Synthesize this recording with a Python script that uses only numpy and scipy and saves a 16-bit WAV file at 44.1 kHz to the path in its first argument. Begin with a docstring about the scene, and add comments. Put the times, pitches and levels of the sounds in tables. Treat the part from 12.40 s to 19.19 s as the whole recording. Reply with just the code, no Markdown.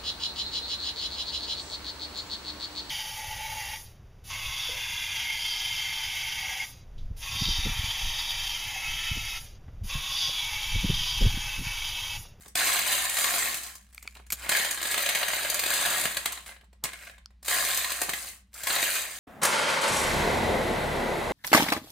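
"""A bag rustles briefly over a faint mains hum, then plastic beads gush into a hard plastic tray in a small room.
Each gush is a random stream of contacts whose level swells, holds and trickles out; clumps are denser flurries.
Every contact excites the heap and the tray's modes (knocks) and rings brightly from bead to bead (clicks).
The bag's film rustles as filtered contacts, crackles as a driven resonance and pops as its creases snap over.
Bumps thud through the tray's base; noise tails give the room, and hum and coloured noise lie underneath."""
import sys
import numpy as np
from scipy import signal
from scipy.fft import rfft, irfft, next_fast_len
from scipy.io import wavfile
from scipy.ndimage import uniform_filter1d

SR = 44100
rng = np.random.default_rng(int(sys.argv[2]) if len(sys.argv) > 2 else 0)


def unload_wav(signal):
    """Save mono or channel-first audio to the path in sys.argv[1] as 16-bit WAV at rate SR, clipped to [-1, 1]."""
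    wavfile.write(
        sys.argv[1],
        SR,
        np.round(np.clip(np.atleast_2d(signal).T, -1, 1) * 32767).astype(np.int16),
    )


N = 299439
TIME = np.arange(N) / SR
CUTOFF_HZ = 15900   # top of the audible band kept
SPOTS_PER_S = 25    # the beads move to a new spot this often
SIDES = np.array([[1], [-1]])   # left, right


def from_db(db):
    """Logarithmic level: decibels to amplitude gain."""
    return 10 ** (np.asarray(db) / 20)


def in_time(rows):
    """Linear interpolation: the columns of a curve at every sample."""
    s, *columns = np.transpose(rows)
    return [np.interp(TIME, s, c) for c in columns]


def unit(x):
    """Energy normalisation: each channel is scaled to a summed square of one."""
    return x / np.sqrt(np.sum(x ** 2, axis=-1, keepdims=True) + 1e-20)


def colour(x, spectrum):
    """Spectral shaping: a gain curve over log frequency, scaled so that white sound keeps its power."""
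    hz, db = np.transpose(spectrum)
    size = next_fast_len(N + 4096)
    bins = np.maximum(np.fft.rfftfreq(size, 1 / SR), 1)
    gain = from_db(np.interp(np.log(bins), np.log(hz), db))
    band_power = np.mean(gain ** 2 * (bins < CUTOFF_HZ))
    return irfft(rfft(x, size) * gain / np.sqrt(band_power), size)[..., :N]


def smooth(x, kind, hz):
    """Second-order filtering: Butterworth low-pass or high-pass."""
    sos = signal.butter(2, min(hz, .45 * SR), kind, fs=SR, output="sos")
    return signal.sosfilt(sos, x + 1e-18)


def resonance(x, hz, width_hz):
    """Modal resonance: a damped two-pole mode with a gain of about one at its peak."""
    r = np.exp(-np.pi * width_hz / SR)
    zeros = np.array([1, 0, -1]) * (1 - r * r) / 2
    poles = [1, -2 * r * np.cos(2 * np.pi * hz / SR), r * r]
    return signal.lfilter(zeros, poles, x + 1e-18)


def pitched_ring(pitch, low_hz, high_hz, t60, t):
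    """Exponential decay: a dying sine of unit energy, its pitch 0-1 spread evenly over log frequency."""
    hz = low_hz * (high_hz / low_hz) ** pitch
    return unit(np.sin(2 * np.pi * hz * t) * from_db(-60 * t / t60))


def dying_noise(t60, size=2048):
    """Diffuse decay: a dense ring of unit energy, different on each side."""
    return unit(rng.standard_normal((2, size)) * from_db(-60 * TIME[:size] / t60))


def contacts(per_s, spread_db):
    """Random impacts: touches of either sign at a mean rate; with a spread, most are light and a few hard."""
    sizes = from_db(spread_db * np.minimum(rng.exponential(1, N), 4)) * rng.choice([-1, 1], N)
    return sizes * (rng.random(N) < per_s / SR)


def burst(touches, s, rise_s, fall_s):
    """Exponential envelope: a flurry around one moment, with the energy of rms one over 10 ms."""
    start = max(int((s - 6 * rise_s) * SR), 0)
    span = slice(start, int((s + 8 * fall_s) * SR))
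    t = TIME[span] - s
    envelope = np.exp(np.minimum(t / rise_s, -t / fall_s))
    return span, unit(touches[span] * envelope) * np.sqrt(SR / 100)


SAG_DB_PER_S = 1.5   # a gush or rustle sags while it lasts
# the trickle stops this long after the hold, with this extra fall
TRICKLE_S, EMPTY_DB_PER_S = 0.52, 199


def swell(start_s, attack_s, hold_s, fall_db_per_s):
    """Envelope of a flow: smooth attack (half gain at the start), sagging hold and linear fall in dB."""
    t = TIME - start_s
    after = np.maximum(t - hold_s, 0)
    sag_db = SAG_DB_PER_S * np.clip(t, 0, hold_s)
    fall_db = fall_db_per_s * after + EMPTY_DB_PER_S * np.maximum(after - TRICKLE_S, 0)
    return (.5 + .5 * np.tanh(t / attack_s)) * from_db(-np.minimum(sag_db + fall_db, 200))


# Spectrum of the still room. Each row: frequency in Hz, relative density in dB per Hz.
AIR = [(25, -15), (45, 5.5), (90, -1), (130, -12), (205, -0.5), (270, -18.5), (360, -27), (900, -28.5),
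       (4000, -30.5), (15000, -51)]
# Strength of the mains hum. Each row: time in seconds, rms level in dB.
HUM = [(0, -59.5), (1.4, -59.5), (1.7, -55), (2.06, -50), (2.12, -61.5), (4.3, -58), (5.5, -57.5),
       (6.79, -63)]
AIR_DB, HUM_HZ = -65.5, 60


def background():
    """Steady tone and broadband noise: mains hum and the low, nearly central murmur of still air."""
    mid, side = colour(rng.standard_normal((2, N)), AIR)
    hum = from_db(in_time(HUM)[0]) * np.sqrt(2) * np.sin(2 * np.pi * HUM_HZ * TIME)
    return hum + from_db(AIR_DB) * (mid + from_db(-26) * side * SIDES)


# Rustles of the bag's film in the hand, and a faint settling of beads at 1.52 s. Each row: start in seconds,
# hold in seconds, relative level in dB.
RUSTLES = [(0, 0.035, -52), (1.108, 0.18, -43), (1.521, 0.25, -59.5), (1.92, 0.1, -49), (5.046, 0.035, -37),
           (5.757, 0.13, -38.5), (6.13, 0.13, -54), (6.696, 0.18, -42)]
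# Gushes of beads out of the bag, and slides of beads within it. Each row: start in seconds, attack in seconds,
# hold in seconds, then relative # levels in dB of the clatter on the tray, bead-on-bead clicking, rolling and
# thud through the tray's base, # and run-out in dB per second.
GUSHES = [(0.163, 0.0049, 0.19, -28, -26.5, -37, -52, 71.5),
          (0.441, 0.047, 0.14, -29, -27.5, -59.5, -51, 50),
          (0.737, 0.042, 0.32, -31.5, -27.5, -63.5, -46.5, 90.5),
          (2.012, 0.047, 0.053, -40, -43, -45.5, -46.5, 115),
          (2.107, 0.021, 0.1, -29.5, -29, -47.5, -49, 74.5),
          (2.414, 0.06, 0.81, -34, -33, -43.5, -48.5, 62), (3.28, 0.035, 0.27, -30, -28.5, -53, -42, 51),
          (3.872, 0.006, 0.099, -46.5, -49, -74, -78.5, 185),
          (4.059, .004, 0.02, -52.5, -45.5, -46, -66.5, 235),
          (4.462, 0.0038, 0.22, -54.5, -53, -51, -73, 228), (5.084, 0.012, 0.17, -30.5, -28, -42, -48, 25),
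          (6.15, .02, 0.11, -52, -42, -53, -84, 150), (6.268, 0.024, 0.3, -31.5, -29, -38, -53, 97)]
RUSTLE_ATTACK_S, RUSTLE_FALL_DB_PER_S = 0.0012, 224.5
# a rustle stirs the beads inside and shakes the tray's base (dB against the rustle)
RUSTLE_STIR_DB, RUSTLE_THUD_DB = -6, -42.5
STILL_DB = -100   # floor under every level


def flow():
    """Power addition: gushes and rustles sum to the levels of clatter, clicking, rolling and thud, in dB."""
    power = np.full((4, N), from_db(STILL_DB) ** 2)
    for s, attack_s, hold_s, *levels_db, fall in GUSHES:
        power += np.outer(from_db(levels_db), swell(s, attack_s, hold_s, fall)) ** 2
    for s, hold_s, db in RUSTLES:
        levels_db = [db + RUSTLE_STIR_DB, db, STILL_DB, db + RUSTLE_THUD_DB]
        envelope = swell(s, RUSTLE_ATTACK_S, hold_s, RUSTLE_FALL_DB_PER_S)
        power += np.outer(from_db(levels_db), envelope) ** 2
    return 10 * np.log10(power)


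def stream(clatter_db, click_db, full_per_s, thinning, spread_db, even_s, clatter_gain_db, click_gain_db):
    """Impact density: a stronger flow has more contacts a second; returns tray knocks and bead clicks."""
    per_s = full_per_s * from_db(thinning * (clatter_db - clatter_db.max()))
    touches = contacts(per_s, spread_db)
    # even out the power over a short window, so that the level curves set it
    power = uniform_filter1d(touches ** 2, int(even_s * SR) + 1)
    touches = touches / np.sqrt(np.abs(power) + per_s / SR / 2)
    return touches * from_db([clatter_db + clatter_gain_db, click_db + click_gain_db])


# Spectra of bead on bead and of rustling film. Each row: frequency in Hz, relative density in dB per Hz.
CLICK = [(1500, -51), (3800, -1), (4850, 1.5), (5500, -9), (6200, 3), (8300, 4.5), (10200, 4), (11600, -7),
         (13000, 3), (14400, 5.5), (15700, -12)]
FILM = [(1500, -7.5), (3800, -11.5), (4800, -3.5), (7500, 1.5), (10000, 1), (12000, -5.5), (14000, -1),
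        (15700, -5.5)]


def treble(clicks, clatter_db, knee_db, knee_width_db):
    """Spectral cross-fade: bead-on-bead clicks in a full stream give way to the film's rustle as it thins."""
    bead_share = .5 + .5 * np.tanh((clatter_db - knee_db) / knee_width_db)
    bead_gain = np.sqrt(bead_share)
    return colour(clicks * bead_gain, CLICK) + colour(clicks * (1 - bead_gain), FILM)


# Clumps of beads landing or jolting together. Each row: time in seconds, relative level in dB of the clatter,
# and of the clicking.
CLUMPS = [(0.06,-49.5,-55), (0.081,-64,-47), (0.155,-25,-26), (0.696,-32.5,-29), (0.769,-26.5,-30.5),
          (0.786,-27,-28.5), (0.803,-42,-40), (0.843,-22.5,-27), (0.939,-27,-34), (1.17,-45,-35),
          (1.234,-56,-37), (1.354,-51.5,-43.5), (1.752,-49.5,-55), (1.769,-46,-59), (1.8,-59,-65),
          (1.866,-55.5,-57), (2.093,-23.5,-23), (2.12,-22,-35), (2.15,-22.5,-31), (2.171,-32,-33.5),
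          (2.201,-29.5,-42), (2.248,-25.5,-31), (2.311,-29,-27), (2.345,-35.5,-35.5), (2.375,-32,-40.5),
          (2.415,-32.5,-37), (2.429,-30.5,-32), (2.454,-26.5,-36), (2.472,-37,-32.5), (2.512,-30,-29.5),
          (2.543,-24.5,-31.5), (2.578,-27,-35.5), (2.592,-29,-36), (2.623,-36,-31.5), (2.662,-23,-30.5),
          (2.69,-21,-29.5), (2.707,-32,-46.5), (2.75,-27,-29.5), (2.756,-29,-37.5), (2.773,-27.5,-45),
          (2.813,-30.5,-35), (2.83,-23.5,-33), (2.883,-30,-37), (2.933,-23.5,-32.5), (2.965,-31,-34),
          (3.01,-32.5,-45), (3.048,-28.5,-38), (3.1,-33.5,-24.5), (3.144,-34.5,-26.5), (3.193,-28.5,-26.5),
          (3.237,-25.5,-28.5), (3.261,-27.5,-31), (3.303,-27.5,-29), (3.337,-28.5,-28), (3.459,-28.5,-28.5),
          (3.504,-51.5,-31), (3.639,-32.5,-29.5), (3.655,-23,-28), (3.77,-26,-28), (3.858,-24,-26.5),
          (3.927,-37,-36), (3.975,-38,-52), (4.062,-44.5,-49), (4.091,-39,-60), (4.12,-48,-65),
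          (4.164,-49,-67), (4.211,-55,-66.5), (4.243,-65,-68.5), (4.33,-59.5,-66.5), (4.444,-35.5,-29.5),
          (4.454,-31.5,-40), (4.481,-43.5,-52), (4.49,-42,-56), (4.533,-38.5,-43.5), (4.624,-49,-53),
          (4.697,-44.5,-61), (4.781,-52,-64), (4.906,-64,-74), (5.029,-54,-48.5), (5.082,-23.5,-27),
          (5.11,-26.5,-30), (5.126,-30.5,-32), (5.144,-31.5,-29), (5.347,-41,-28), (5.374,-31.5,-26),
          (5.445,-26.5,-33.5), (5.504,-33,-32), (5.52,-30,-31.5), (5.617,-28.5,-26), (5.633,-38,-35),
          (5.693,-26.5,-30), (5.735,-27,-31.5), (6.142,-75,-42.5), (6.19,-48,-50), (6.235,-35,-34),
          (6.271,-22,-29.5), (6.303,-23,-51), (6.363,-24,-40), (6.407,-32,-38), (6.428,-22.5,-31)]
CLUMP_RISE_S, KNOCK_FALL_S, CLICK_FALL_S = .0012, .0042, .0033
# smaller clumps fall at random, at this level against the stream
SMALL_CLUMPS_PER_S, SMALL_CLUMP_DB = 13, -2.5


def clumps(clatter_db, click_db, per_s, spread_db, knock_fall_s, click_fall_s, gain_db):
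    """Clustered impacts: a clump is a tight flurry with a sudden front; small ones follow the stream's level."""
    touches, out = contacts(per_s, spread_db), np.zeros((2, N))
    starts = np.flatnonzero(rng.random(N) < SMALL_CLUMPS_PER_S / SR)
    small = [(TIME[i], clatter_db[i] + SMALL_CLUMP_DB, click_db[i] + SMALL_CLUMP_DB) for i in starts]
    for s, *levels_db in CLUMPS + small:
        for layer, (db, fall_s) in enumerate(zip(levels_db, (knock_fall_s, click_fall_s))):
            span, flurry = burst(touches, s, CLUMP_RISE_S, fall_s)
            out[layer, span] += from_db(db + gain_db) * flurry
    return out


def heap(strikes, ring_t60, ring_db, apart_db, echo_t60, echo_db, low_hz, high_hz, ping_t60, ping_db,
         width_db, count, active):
    """Impulse response: the stream wanders over a few active spots, each with its own ring and reflections."""
    step, t = N // count + 1, TIME[:2048]
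    spot, out = np.arange(N) // step + rng.integers(0, active, N), np.zeros((2, N))
    for k, (place, pitch) in enumerate(rng.random((count + active - 1, 2))):
        ping = pitched_ring(pitch, low_hz, high_hz, ping_t60, t)
        response = from_db(ping_db) * ping + from_db(ring_db) * dying_noise(ring_t60)[0]
        response = response + from_db(apart_db) * dying_noise(ring_t60)    # each side hears it differently
        response = response + from_db(echo_db) * dying_noise(echo_t60)     # tray walls and table
        response[:, 0] += 1     # the contact itself
        response = unit(response) * from_db(place * width_db * SIDES)   # leans left by its place
        first = max(k + 1 - active, 0) * step
        span = slice(first, (k + 1) * step)
        struck = strikes[span] * (spot[span] == k)
        sound = signal.fftconvolve(struck[None], response, axes=-1)[:, :N - first]
        out[:, first:first + sound.shape[1]] += sound
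    return out


TICK_RING_T60, TICK_CRACK_T60 = .016, .002   # seconds
TICK_WIDTH_DB = 8   # full range of the gain scatter on each side


def lone_beads(level_db, per_s, spread_db, gain_db, low_hz, high_hz):
    """Isolated impact: a single hard hit is a dry tick over the stream, with its own pitch and place."""
    out, t = np.zeros((2, N + 512)), TIME[:512]
    starts = np.flatnonzero(rng.random(N) < per_s / SR)
    for i, (pitch, place, softness) in zip(starts, rng.random((len(starts), 3))):
        ping = pitched_ring(pitch, low_hz, high_hz, TICK_RING_T60, t)
        tick = unit(ping + dying_noise(TICK_CRACK_T60, size=512)[0])
        pan_db = (place - .5) * TICK_WIDTH_DB * SIDES
        out[:, i:i + len(t)] += tick * from_db(level_db[i] + gain_db - spread_db * softness + pan_db)
    return out[:, :N]


# Bumps of the hand or the bag on the tray. Each row: time in seconds, relative level in dB.
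BUMPS = [(0.062, -43.5), (1.655, -50), (1.765, -44), (1.799, -46), (2.119, -33), (2.2, -39), (2.689, -42.5),
         (2.83, -48.5), (4.237, -55), (4.44, -38.5), (5.125, -52), (5.621, -31), (5.692, -29)]
BUMP_RISE_S, BUMP_FALL_S = 0.0042, 0.004


def bumps():
    """Impulsive force: soft, brief noise shoves against the base of the tray."""
    push, out = rng.standard_normal(N), np.zeros(N)
    for s, db in BUMPS:
        span, shove = burst(push, s, BUMP_RISE_S, BUMP_FALL_S)
        out[span] += from_db(db) * shove
    return out


# Where the beads land. Each row: time in seconds, place from 0 near the wall to 1 in the middle.
LANDING = [(1.3, 0.054), (2.2, 0.23), (2.7, 0.9), (3.6, 0.5), (4.4, 0.15), (5.7, 0.1), (6.4, 0.4)]
# Resonances of the loaded tray. Each row: frequency in Hz, width in Hz, drive in dB over a bare contact near
# the wall, and in the middle, both before the scatter from spot to spot.
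TRAY = [(343, 33, 6.5, 6.5), (596, 118, 12, 19), (703, 69, 14, 6), (1048, 38, 15.5, 3), (1605, 87, -1, -1),
        (2130, 71, -7.5, -12), (3128, 33, -3, 5.5), (3870, 180, -2, -0.5)]
SPOT_DB, SPOT_DETUNE = 4, .02   # scatter from spot to spot: strength (+- dB), tuning (+- share)


def tray_modes(knocks, count):
    """Modal excitation: the landing place sets each mode's drive; every spot weights and tunes it anew."""
    middle, out = np.clip(in_time(LANDING)[0], 0, 1), 0
    spot = (TIME * SPOTS_PER_S).astype(int)
    for hz, width, wall_db, middle_db in TRAY:
        scatter_db = SPOT_DB * rng.uniform(-1, 1, spot[-1] + 1)[spot]
        drive = from_db(wall_db + middle * (middle_db - wall_db) + scatter_db)
        tuning = rng.integers(0, count, spot[-1] + 1)[spot]
        for k, shift in enumerate(np.linspace(-SPOT_DETUNE, SPOT_DETUNE, count)):
            out = out + resonance(knocks * (drive * (tuning == k)), hz * (1 + shift), width)
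    return out


# Spectra of a contact through the tray's base and on its floor. Each row: frequency in Hz, relative density
# in dB per Hz.
THUD = [(60, -23), (130, -6.5), (200, -5), (270, -5.5), (340, -1.5), (550, -2.5), (900, -2), (2000, -15),
        (8000, -63)]
CLATTER = [(80, -17), (200, -23), (450, -18.5), (900, -12.5), (1350, -5.5), (1900, 1), (2900, -0.5),
           (4400, -3), (5400, -18), (8000, -35)]
BASE_LOWEST_HZ = 90   # the tray is too small to radiate below this
CLATTER_LEAN_DB = 1.1   # right over left


def tray(knocks, weight_db, bare_db):
    """Plate radiation: knocks ring the tray, a little to the right; knocks and bumps thud through its base."""
    modes = tray_modes(knocks, count=3)
    thud = smooth(colour(from_db(weight_db) * knocks + bumps(), THUD), "high", BASE_LOWEST_HZ)
    lean_db = -CLATTER_LEAN_DB / 2 * SIDES
    clatter = colour(knocks + modes, CLATTER) * from_db(lean_db)
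    return from_db(bare_db) * (clatter + thud * from_db(4 * lean_db))   # the thud leans further


# Modes of the floor under rolling beads. Each row: frequency in Hz, width in Hz, relative level in dB.
FLOOR = [(674, 130, -4.5), (1060, 75, -10.5), (1648, 88, 6.5), (2120, 240, 3)]


def rolling(roll_db, per_s, spread_db, detune, count):
    """Mass loading: small taps keep the floor ringing; its load of beads retunes it from spot to spot."""
    taps, spot = contacts(per_s, spread_db), (TIME * SPOTS_PER_S).astype(int)
    ring = 0
    for hz, width, db in FLOOR:
        tuning = rng.integers(0, count, spot[-1] + 1)[spot]
        for k, shift in enumerate(np.linspace(-detune, detune, count)):
            ring = ring + from_db(db) * resonance(taps * (tuning == k), hz * np.exp(shift), width)
    return from_db(roll_db) * unit(ring) * np.sqrt(N)


# Squeezes that pull the bag taut. Each row: start in seconds, hold in seconds, pitch of the film in Hz,
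# relative level in dB.
SQUEEZES = [(0.145, 0.3, 2260, -73), (1.61, 0.19, 2340, -60), (6.145, 0.039, 1400, -54)]


def crackle(per_s, spread_db, width_hz):
    """Driven resonance: while the bag is squeezed, tiny creases keep its taut film ringing."""
    creases, out = contacts(per_s, spread_db), 0
    for s, hold_s, hz, db in SQUEEZES:
        ring = unit(resonance(creases, hz, width_hz)) * np.sqrt(N)
        out = out + from_db(db) * swell(s, RUSTLE_ATTACK_S, hold_s, RUSTLE_FALL_DB_PER_S) * ring
    return out


# Resonances of the rest of the bag. Each row: frequency in Hz, width in Hz, level in dB against the pop.
PACKET = [(1380, 180, -11), (3400, 580, -9), (4400, 270, -8.5), (7000, 1800, -21)]
# Spectrum of a snapping crease. Each row: frequency in Hz, relative density in dB per Hz.
CRACK = [(150, 1.5), (400, -14), (1500, -7.5), (4200, -5), (5400, -6), (7500, 3), (10800, -8.5), (12500, 4),
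         (15700, -12.5)]
# Creases of the bag snapping over, and a few single hard cracks played alike. Each row: time in seconds,
# relative pop level in dB, pitch of the film in Hz, # width in Hz, relative crack level in dB, length in
# seconds.
SNAPS = [(1.547, -52, 2420, 350, -40, 0.0025), (1.5795, -33.5, 2300, 280, -58, 0.0012),
         (1.627, -45, 2110, 220, -38.5, 0.0068), (1.6763, -27.5, 2320, 237, -50, 0.0012),
         (1.904, -28, 2260, 240, -28, 0.0087), (1.923, -38, 4100, 400, -20, 0.00098),
         (1.926, -32, 2300, 300, -17.5, 0.01), (3.86, -23.5, 3920, 260, -34, 0.00074),
         (3.9235, -40, 3980, 400, -27.5, 0.00081), (4.44, -45, 4000, 600, -19, .0008),
         (4.859, -36.5, 4900, 850, -75, 0.0003)]
FILM_LOWEST_HZ = 221   # the thin film radiates little below this


def bag(rise_s, gain_db):
    """Snap-through buckling: a crease flips with a thin crack and a sharp pop, and the whole packet rings."""
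    pops, cracks, slips = np.zeros(N), np.zeros(N), rng.standard_normal(N)
    flip = signal.unit_impulse(2048)
    packet = sum(from_db(db) * unit(resonance(flip, hz, width)) for hz, width, db in PACKET)
    for s, pop_db, hz, width_hz, crack_db, length_s in SNAPS:
        span, flurry = burst(slips, s, rise_s, length_s)
        cracks[span] += from_db(crack_db) * flurry
        pop = unit(resonance(resonance(flip, hz, width_hz), hz, 2 * width_hz))
        start = int(s * SR)
        pops[start:start + len(flip)] += from_db(pop_db) * unit(pop + packet) * np.linalg.norm(flurry)
    thin_cracks = smooth(colour(cracks, CRACK), "high", FILM_LOWEST_HZ)
    return from_db(gain_db) * (pops + thin_cracks) * np.ones((2, 1))


def room(x, t60, wet_db, wall_hz):
    """Reverberation: a short, diffuse tail, duller than the direct sound."""
    tail = signal.oaconvolve(x, dying_noise(t60, size=22000), axes=-1)[:, :N]
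    return x + from_db(wet_db) * smooth(tail, "low", wall_hz)


def microphones(x, apart_hz):
    """Spatial coherence: two ports close together hear the long waves alike."""
    mid, side = (x[0] + x[1]) / 2, smooth((x[0] - x[1]) / 2, "high", apart_hz)
    return np.array([mid + side, mid - side])


def scene():
    """Superposition: beads, tray and bag sound together in the room."""
    clatter_db, click_db, roll_db, thud_db = flow()
    strikes = stream(clatter_db, click_db, full_per_s=2200, thinning=0.66, spread_db=0.0, even_s=0.01,
                     clatter_gain_db=1.46, click_gain_db=-2.5)
    landings = clumps(clatter_db, click_db, per_s=7000, spread_db=1.5,
                      knock_fall_s=KNOCK_FALL_S, click_fall_s=CLICK_FALL_S, gain_db=-0.5)
    knocks, clicks = strikes + landings
    # on the heap, levels are against the bare contact and t60 in seconds
    knocks = heap(knocks, ring_t60=.013, ring_db=10.0, apart_db=2.0, echo_t60=0.2, echo_db=3.0,
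                  low_hz=1505, high_hz=4670, ping_t60=.035, ping_db=-4.0, width_db=1.5, count=110, active=5)
    clicks = heap(clicks, ring_t60=.025, ring_db=1.5, apart_db=-1.0, echo_t60=0.088, echo_db=0,
                  low_hz=5090, high_hz=14270, ping_t60=.02, ping_db=-7, width_db=0.5, count=150, active=4)
    knocks = knocks + lone_beads(clatter_db, per_s=200, spread_db=10, gain_db=19.5, low_hz=1000, high_hz=5000)
    clicks = clicks + lone_beads(click_db, per_s=170, spread_db=10, gain_db=16.5, low_hz=4000, high_hz=14000)

    struck_tray = tray(knocks, thud_db - clatter_db, bare_db=-6.5)
    rolled_floor = rolling(roll_db, per_s=900, spread_db=6, detune=0.06, count=7)
    rattle = room(struck_tray + rolled_floor, t60=0.3, wet_db=-4.5, wall_hz=7140)
    bright = treble(clicks, clatter_db, knee_db=-41.5, knee_width_db=9.5)
    clicking = room(bright, t60=0.19, wet_db=-1.0, wall_hz=11200)
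    film = bag(rise_s=.0008, gain_db=-8.5) + crackle(per_s=200, spread_db=3, width_hz=260)
    crinkle = room(film, t60=.16, wet_db=-17, wall_hz=7000)
    return microphones(rattle + clicking + crinkle, apart_hz=271.5) + background()


def record(dry):
    """Saturation and band-limiting: the hardest peaks are rounded and the top is cut steeply."""
    rounded = .55 * np.tanh(dry / .55)
    return signal.sosfilt(signal.ellip(10, .1, 80, CUTOFF_HZ, fs=SR, output="sos"), rounded)


dry = scene()
out = record(dry)
unload_wav(out)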